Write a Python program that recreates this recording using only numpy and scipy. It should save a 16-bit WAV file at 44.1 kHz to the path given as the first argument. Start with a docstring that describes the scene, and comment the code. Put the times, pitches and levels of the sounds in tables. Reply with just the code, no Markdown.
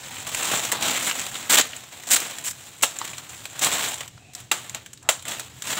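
"""A sickle trims spiny palm fronds in a grove. A frond is dragged through the clump, rustling and
ripping on spines; spines and dry leaves snap. The blade slits leaflets and chops the stalk three times,
each a crack and a dull knock, the last with a swish. Rustle, rips, snaps and cracks are swarms of
tiny fractures. Stems and leaf litter scatter the sound, over a low far-off rumble."""
import sys
import numpy as np
from scipy import signal
from scipy.fft import rfft, irfft, next_fast_len
from scipy.io import wavfile
from scipy.ndimage import uniform_filter1d

SR = 44100
rng = np.random.default_rng(int(sys.argv[2]) if len(sys.argv) > 2 else 0)


def unload_wav(signal):
    """Save mono or channel-first audio to the path in sys.argv[1] as 16-bit WAV at rate SR, clipped to [-1, 1]."""
    wavfile.write(
        sys.argv[1],
        SR,
        np.round(np.clip(np.atleast_2d(signal).T, -1, 1) * 32767).astype(np.int16),
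    )


N = 255339
TIME = np.arange(N) / SR

# Far rumble and grove hush: f/Hz, relative density/dB
GROVE_SPECTRUM = [(26, -28), (52, -13), (88, -3), (122, 1), (185, -12.5), (360, -18.5), (720, -32.5),
                  (1550, -33), (4100, -30), (15500, -41)]
# Rumble contour: t/s, gain/dB
RUMBLE_GAINS = [(0, 3), (1.2, 0.5), (1.9, -8.5), (3.1, -3), (3.8, 1.5), (4.6, -4), (5.79, -1)]
# Faint far-off tones: start/s, end/s, f/Hz, level/dB
DISTANT_TONES = [(4.108, 4.51, 724, -62), (4.166, 4.402, 2580, -61)]
# Colour of a breaking fibre: f/Hz, gain/dB
FIBRE_RESPONSE = [(110, 0), (285, 4), (410, -1.5), (680, 3), (1450, -0.5), (3200, 0.5), (4500, -3.5),
                  (15500, 0)]
# Limits of the body, mid and edge registers: f/Hz
REGISTER_LIMITS_HZ = [130, 1400, 4600, 17000]
# In the event tables, body and edge are re mid; levels precede each source's own gain.
# Pushes and pulls on the frond: t/s, swell/s, t60/s, mid/dB, edge/dB
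FROND_SWEEPS = [(-0.12, 0.34, 0.46, -41, 0.5), (0.26, 0.0074, 1, -37, 2), (0.315, 0.22, 1.3, -29, 1.5),
                (0.724, 0.0065, 1.1, -35.5, -18), (0.8, 0.069, 1.43, -28, 0.5),
                (1.019, 0.055, 0.28, -30, 4), (1.15, 0.04, 1.0, -35, 2), (1.32, 0.042, 3, -40, 0),
                (1.59, 0.02, 0.98, -43, 2), (1.914, 0.014, 4.9, -48.5, 1), (2.165, 0.026, 1.04, -34, 1),
                (2.5, 0.15, 2, -50.5, 4), (2.87, 0.18, 1.7, -42, 0.5), (3.27, 0.045, 2.4, -47.5, 3),
                (3.5, 0.079, 1.8, -43.5, -2), (3.61, 0.012, 1.2, -28, 2), (3.69, 0.059, 0.55, -29.5, -1.5),
                (3.795, 0.041, 0.54, -29.5, 1), (4.003, 0.005, 0.17, -35, -3),
                (4.345, 0.05, 0.34, -48.5, 1), (4.52, 0.021, 1.05, -41, -0.5),
                (4.741, 0.0069, 0.22, -39.5, -5.5), (5.245, 0.02, 0.4, -41.5, -2),
                (5.277, 0.008, 0.7, -33.5, 0), (5.52, 0.045, 2.2, -52.5, 2.5),
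                (5.635, 0.1, 0.25, -31.5, 1.5), (5.766, 0.027, 0.5, -29.5, 0.5)]
# Spines, ribs and dry leaves snapping: t/s, mid/dB, edge/dB, rib f/Hz
SPINE_SNAPS = [(0.168, -38.5, -14, 2700), (0.2685, -36, -6, 3240), (0.347, -31.5, 6.5, 2500),
               (0.4287, -38, 9, 2120), (0.6514, -32.5, 4.5, 3795), (0.7169, -28, 5, 3090),
               (0.7213, -29, 8, 1840), (0.7286, -33.5, -11, 983), (0.8242, -27.5, 3, 2800),
               (1.1121, -26, -8, 2830), (1.1952, -34, 4, 2960), (1.354, -30.5, -15, 3600),
               (1.6103, -22, 0.5, 4210), (1.7325, -35.5, -20, 2930), (1.764, -43, 6.5, 4110),
               (2.035, -43, 3.5, 1990), (2.2014, -36.5, 12.5, 2730), (2.384, -37.5, 4.5, 3290),
               (2.811, -47, -3, 2180), (2.9866, -40.5, 9.5, 3970), (3.0147, -34.5, -15, 1075),
               (3.049, -36.5, 4, 3570), (3.0764, -39, 2, 3100), (3.1328, -38.5, -4, 2450),
               (3.1808, -37, 1, 3300), (3.4544, -34.5, 0.5, 2400), (3.5925, -37, 9, 3590),
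               (3.6456, -29.5, 13, 2680), (3.6695, -26, -11, 1970), (3.7349, -35, 7, 3450),
               (3.884, -35.5, 5, 3300), (3.942, -43.5, 11.5, 3460), (4.0068, -36, 1, 3060),
               (4.078, -47, 7.5, 2970), (4.1775, -51.5, -7, 1374), (4.335, -51, 9, 3830),
               (4.35, -44, 11.5, 3700), (4.402, -48.5, 8.5, 3810), (4.696, -41, 3.5, 4090),
               (4.7466, -32.5, 1.5, 2936), (4.8611, -41, 0.5, 3110), (4.9323, -48, 7.5, 2960),
               (4.974, -52.5, 4.5, 3670), (5.0276, -56.5, 7.5, 2500), (5.1936, -48, 0, 3990),
               (5.2235, -47, 7, 3260), (5.2535, -39.5, 0, 3400), (5.2811, -36, 6, 2710),
               (5.396, -37, 9, 1830), (5.6211, -36.5, 5, 3000), (5.6713, -39.5, 8, 2720)]
# Strokes through leaflets: t/s, length/s, mid/dB, body/dB, edge/dB
RIP_STROKES = [(0.53, 0.015, -29.5, 2.5, -2), (0.861, 0.024, -30, -3.5, -1),
               (0.943, 0.034, -29.5, -14, -3.5), (1.063, 0.036, -32, -17, -11),
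               (1.494, 0.065, -20.5, -7, 4), (1.569, 0.021, -15.5, -9, -0.5),
               (1.593, 0.0086, -20.5, -1, 3.5), (2.066, 0.035, -41, -3, 6), (2.102, 0.046, -23.5, -9.5, 8),
               (2.157, 0.012, -21.5, -13, 5.5), (2.438, 0.05, -37.5, -9.5, 8),
               (2.491, 0.024, -43.5, -16, 11), (2.8225, 0.008, -27.5, -2, 11.5),
               (3.616, 0.024, -26.5, -9.5, 2.5), (3.652, 0.021, -27, -4.5, 0.5)]
# Blade parting the stalk: t/s, mid/dB, body/dB, edge/dB, knock/dB, knock tilt/(dB/octave),
# bending mode f/Hz, bending mode level/dB
STALK_CHOPS = [(2.8333, -18.5, -2.5, 3, -16.5, -3.5, 286, -32),
               (4.5143, -20.2, -3, 1.5, -26.5, 3, 330, -29.5),
               (5.089, -17.5, -3, 2.2, -19.5, -0.8, 626, -19)]
# Higher modes of the struck stalk: f/Hz, level/dB
STALK_MODES = [(650, -9.5), (865, -4.5), (1120, -0.5), (1350, 3.5), (2030, 3.5), (2720, 5), (3380, -4),
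               (3850, 0)]
# Microphone colour: f/Hz, gain/dB
MIC_RESPONSE = [(42, -4.5), (135, -0.52), (3950, 4.5), (4850, -0.5), (6050, 3), (7000, 8.5), (7550, 11.5),
                (8250, 6), (9250, -1), (11600, -7), (13100, -5), (14900, -1)]


def from_db(db):
    """Decibels to gain."""
    return 10 ** (np.asarray(db) / 20)


def unit_rms(x):
    """Scale to unit power."""
    return x / np.sqrt(np.mean(x ** 2, axis=-1, keepdims=True) + 1e-20)


def butter(x, order, hz, kind):
    """Causal Butterworth filter."""
    return signal.sosfilt(signal.butter(order, hz, kind, fs=SR, output="sos"), x)


def colour(x, response):
    """Minimum-phase filter from a table of f/Hz, gain/dB."""
    size = next_fast_len(N + SR // 2)
    size += size % 2
    hz, db = np.transpose(response)
    bins_hz = np.fft.rfftfreq(size, 1 / SR)
    gain = from_db(np.interp(np.log(bins_hz + 1), np.log(hz), db))
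    cepstrum = irfft(np.log(gain))
    cepstrum[1:size // 2] *= 2
    cepstrum[size // 2 + 1:] = 0
    return irfft(rfft(x, size) * np.exp(rfft(cepstrum)))[:N]


def drift(rate_hz):
    """Smooth random wander, unit RMS."""
    return unit_rms(np.interp(TIME * rate_hz, np.arange(N), rng.standard_normal(N)))


def ring(clicks, hz, t60_s):
    """Resonator: a unit click starts a decaying unit sine."""
    radius, angle = from_db(-60 / (t60_s * SR)), 2 * np.pi * hz / SR
    return signal.lfilter([0, np.sin(angle)], [1, -2 * radius * np.cos(angle), radius ** 2], clicks + 1e-18)


def register_gains(mid_db, body_db, edge_db):
    """Gains in the order body, mid, edge."""
    return from_db([mid_db + body_db, mid_db, mid_db + edge_db])


def burst(start_s, hold_s, rise_s, t60_s):
    """Slice and envelope of a fracture that opens, runs on and dies away."""
    first = int(start_s * SR)
    age_s = TIME[:min(int((hold_s + 2 * t60_s) * SR), N - first)]
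    attack = 1 - np.exp(-age_s / rise_s)
    decay = from_db(-60 * np.maximum(age_s - hold_s, 0) / t60_s)
    return slice(first, first + len(age_s)), attack * decay


def sweep(start_s, swell_s, t60_s, rest_db=-23.5):
    """Envelope of one movement: it gathers speed, then decays until friction stops it at rest_db."""
    age_s = TIME - start_s
    swell = np.clip(age_s / swell_s, 0, 1) ** 0.53
    swing = from_db(-60 * np.maximum(age_s - swell_s, 0) / t60_s)
    return swell * np.sqrt(np.maximum(swing ** 2 - from_db(rest_db) ** 2, 0))


def grove():
    """Throbbing low rumble, hush and two faint wavering tones."""
    hush = from_db(-49.5) * unit_rms(colour(rng.standard_normal(N), GROVE_SPECTRUM))
    rumble = signal.sosfiltfilt(signal.butter(2, 190, fs=SR, output="sos"), hush)
    throb_db = np.interp(TIME, *np.transpose(RUMBLE_GAINS)) + 2 * drift(30)
    out = hush + rumble * (from_db(throb_db) - 1)
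    for start_s, end_s, hz, db in DISTANT_TONES:
        swell = np.sin(np.pi * np.clip((TIME - start_s) / (end_s - start_s), 0, 1))
        # many paths through the stems blur each tone into a narrow band
        out += from_db(db) * swell * unit_rms(ring(rng.standard_normal(N), hz, t60_s=45 / hz))
    return out


def fractures(rate_hz, spread_db, clump_db, ring_share, cycles, even_s, patch_db):
    """Tiny fractures, each a tick plus its leaflet's ring; three registers of unit power."""
    born = rng.random(N) < rate_hz / SR
    sizes = from_db(spread_db * np.minimum(rng.exponential(1, N), 4) + clump_db * drift(180))
    ticks = born * sizes * rng.choice([-1, 1], N)
    pitches_hz = np.geomspace(450, 13000, 32)
    leaflet = rng.integers(0, len(pitches_hz), N)
    # strain passes between leaflets, shifting the colour
    moment = (TIME * 22).astype(int)
    strain_db = patch_db * rng.standard_normal((len(pitches_hz), moment[-1] + 1))
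    strained = ticks * from_db(strain_db)[leaflet, moment]
    rings = sum(ring(strained * (leaflet == k), hz, cycles / hz) * hz * (-1) ** k
                for k, hz in enumerate(pitches_hz))
    blend = np.sqrt(1 - ring_share) * unit_rms(ticks) + np.sqrt(ring_share) * unit_rms(rings)
    fibres = colour(blend, FIBRE_RESPONSE)
    bands_hz = zip(REGISTER_LIMITS_HZ, REGISTER_LIMITS_HZ[1:])
    registers = np.array([butter(fibres, 3, band, "band") for band in bands_hz])
    # the hand sets the mean power; only the fine grain is random
    power = uniform_filter1d(registers ** 2, int(even_s * SR), axis=1)
    return registers / np.sqrt(np.abs(power) + 1e-12)


def rustle():
    """Leaflets slide over each other: fine brushing plus coarser crackles."""
    power = np.zeros((3, N))
    for start_s, swell_s, t60_s, mid_db, edge_db in FROND_SWEEPS:
        body_db = -4 - 0.29 * edge_db   # thinner, brighter touch: less body
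        power += np.outer(register_gains(mid_db, body_db, edge_db), sweep(start_s, swell_s, t60_s)) ** 2
    brushing = fractures(rate_hz=10000, spread_db=1.5, clump_db=2.44, ring_share=0.45,
                         cycles=12.8, even_s=0.091, patch_db=4)
    crackles = fractures(rate_hz=900, spread_db=2, clump_db=2, ring_share=0.37,
                         cycles=8.5, even_s=0.071, patch_db=1.5)
    leaves = from_db(-2.5) * brushing + from_db(-7.5) * crackles
    return np.sum(np.sqrt(power) * leaves, axis=0)


def snaps(splinters, rib_cycles=20):
    """A spine or rib gives way within milliseconds and rings briefly at its own pitch."""
    gains, ribs = np.zeros((3, N)), np.zeros(N)
    for start_s, mid_db, edge_db, hz in SPINE_SNAPS:
        body_db = 1.5 - 8 * np.log2(hz / 1000)   # thinner, higher rib: less body
        span, envelope = burst(start_s, hold_s=0.00094, rise_s=0.00018, t60_s=0.034)
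        gains[:, span] += np.outer(register_gains(mid_db, body_db, edge_db), envelope)
        span, envelope = burst(start_s, hold_s=0, rise_s=0.00027, t60_s=rib_cycles / hz)
        ribs[span] += from_db(mid_db) * envelope * np.sin(2 * np.pi * hz * TIME[span])
    return from_db(2) * np.sum(gains * splinters, axis=0) + from_db(11.5) * ribs


def rips(build_db=2.5):
    """Leaflets rip, dragged past spines or slit by the blade; fibres break in clumps."""
    gains = np.zeros((3, N))
    for start_s, length_s, *levels_db in RIP_STROKES:
        span, envelope = burst(start_s, hold_s=length_s, rise_s=0.0036, t60_s=0.028)
        progress = np.clip((TIME[span] - start_s) / length_s, 0, 1)
        strain = from_db(build_db * (progress - 0.5))   # builds through the stroke
        gains[:, span] += np.outer(register_gains(*levels_db), envelope * strain)
    fibres = fractures(rate_hz=3600, spread_db=-1, clump_db=1.5, ring_share=0.4,
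                       cycles=8.8, even_s=0.046, patch_db=1.5)
    return from_db(-1) * np.sum(gains * fibres, axis=0)


def cracks(splinters):
    """The blade cracks through the stalk; the jolt leaves the leaflets shivering."""
    gains = np.zeros((3, N))
    for start_s, mid_db, body_db, edge_db, *_ in STALK_CHOPS:
        levels = register_gains(mid_db, body_db, edge_db)
        span, crack = burst(start_s, hold_s=0.0026, rise_s=0.00013, t60_s=0.047)
        gains[:, span] += np.outer(levels, crack)
        span, shiver = burst(start_s, hold_s=0.014, rise_s=0.0087, t60_s=0.27)
        gains[:, span] += from_db(-17.5) * np.outer(levels, shiver)
    # a small fracture radiates little bass
    return butter(np.sum(gains * splinters, axis=0), 2, 430, "high")


def knocks():
    """The sappy stalk knocks at each chop; its bending mode depends on the length left standing."""
    out = np.zeros(N)
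    for start_s, *_, knock_db, tilt_db_per_oct, bend_hz, bend_db in STALK_CHOPS:
        span, envelope = burst(start_s, hold_s=0, rise_s=0.0006, t60_s=0.023)
        for hz, db in STALK_MODES:
            mode = np.sin(2 * np.pi * (hz * TIME[span] + rng.random()))
            out[span] += from_db(knock_db + db + tilt_db_per_oct * np.log2(hz / 1000)) * envelope * mode
        span, envelope = burst(start_s, hold_s=0, rise_s=0.0015, t60_s=0.048)
        out[span] += from_db(bend_db) * envelope * np.sin(2 * np.pi * bend_hz * (TIME[span] - start_s))
    return from_db(3) * out


def swish(impact_s=5.089, swing_s=0.076):
    """Air rushes round the blade on the last, hardest swing, until the stalk stops it."""
    speed = sweep(impact_s - swing_s, swing_s, t60_s=0.02)
    air = butter(rng.standard_normal(N), 2, [550, 1300], "band")
    return from_db(-50.5) * speed * unit_rms(air)


def scatter(x, delay_s, t60_s, dull_hz, patterns=24):
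    """Dense echoes off stems and litter; the pattern changes as the frond moves."""
    age_s, out = TIME[:SR // 2], np.zeros(N + SR)
    decay = (age_s > delay_s) * from_db(-60 * age_s / t60_s)
    for stretch in np.array_split(np.arange(N), patterns):
        response = rng.standard_normal(len(age_s)) * decay
        echoes = signal.fftconvolve(x[stretch], response / np.linalg.norm(response))
        out[stretch[0]:stretch[0] + len(echoes)] += echoes
    # long waves pass thin stems by; leaves absorb the shortest
    return butter(out[:N], 1, [350, dull_hz], "band")


def scene():
    """Cutting, echoes from the near clump and far grove, and background; mono."""
    splinters = fractures(rate_hz=7000, spread_db=4, clump_db=2, ring_share=0.89,
                          cycles=10.3, even_s=0.0037, patch_db=3.5)
    cutting = rustle() + rips() + snaps(splinters) + cracks(splinters) + swish()
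    near = from_db(-12) * scatter(cutting, delay_s=0.0037, t60_s=0.16, dull_hz=13200)
    far = from_db(-21.5) * scatter(cutting, delay_s=0.03, t60_s=0.5, dull_hz=6350)
    return (cutting + knocks() + near + far + grove())[None]


def record(dry):
    """The microphone port rings in the treble; peaks are rounded, the top is cut."""
    ceiling, cutoff_hz = 0.7, 15700
    rounded = ceiling * np.tanh(colour(dry[0], MIC_RESPONSE) / ceiling)
    lowpass = signal.ellip(10, 0.2, 70, cutoff_hz, fs=SR, output="sos")
    return signal.sosfilt(lowpass, rounded)[None]


dry = scene()
out = record(dry)
unload_wav(out)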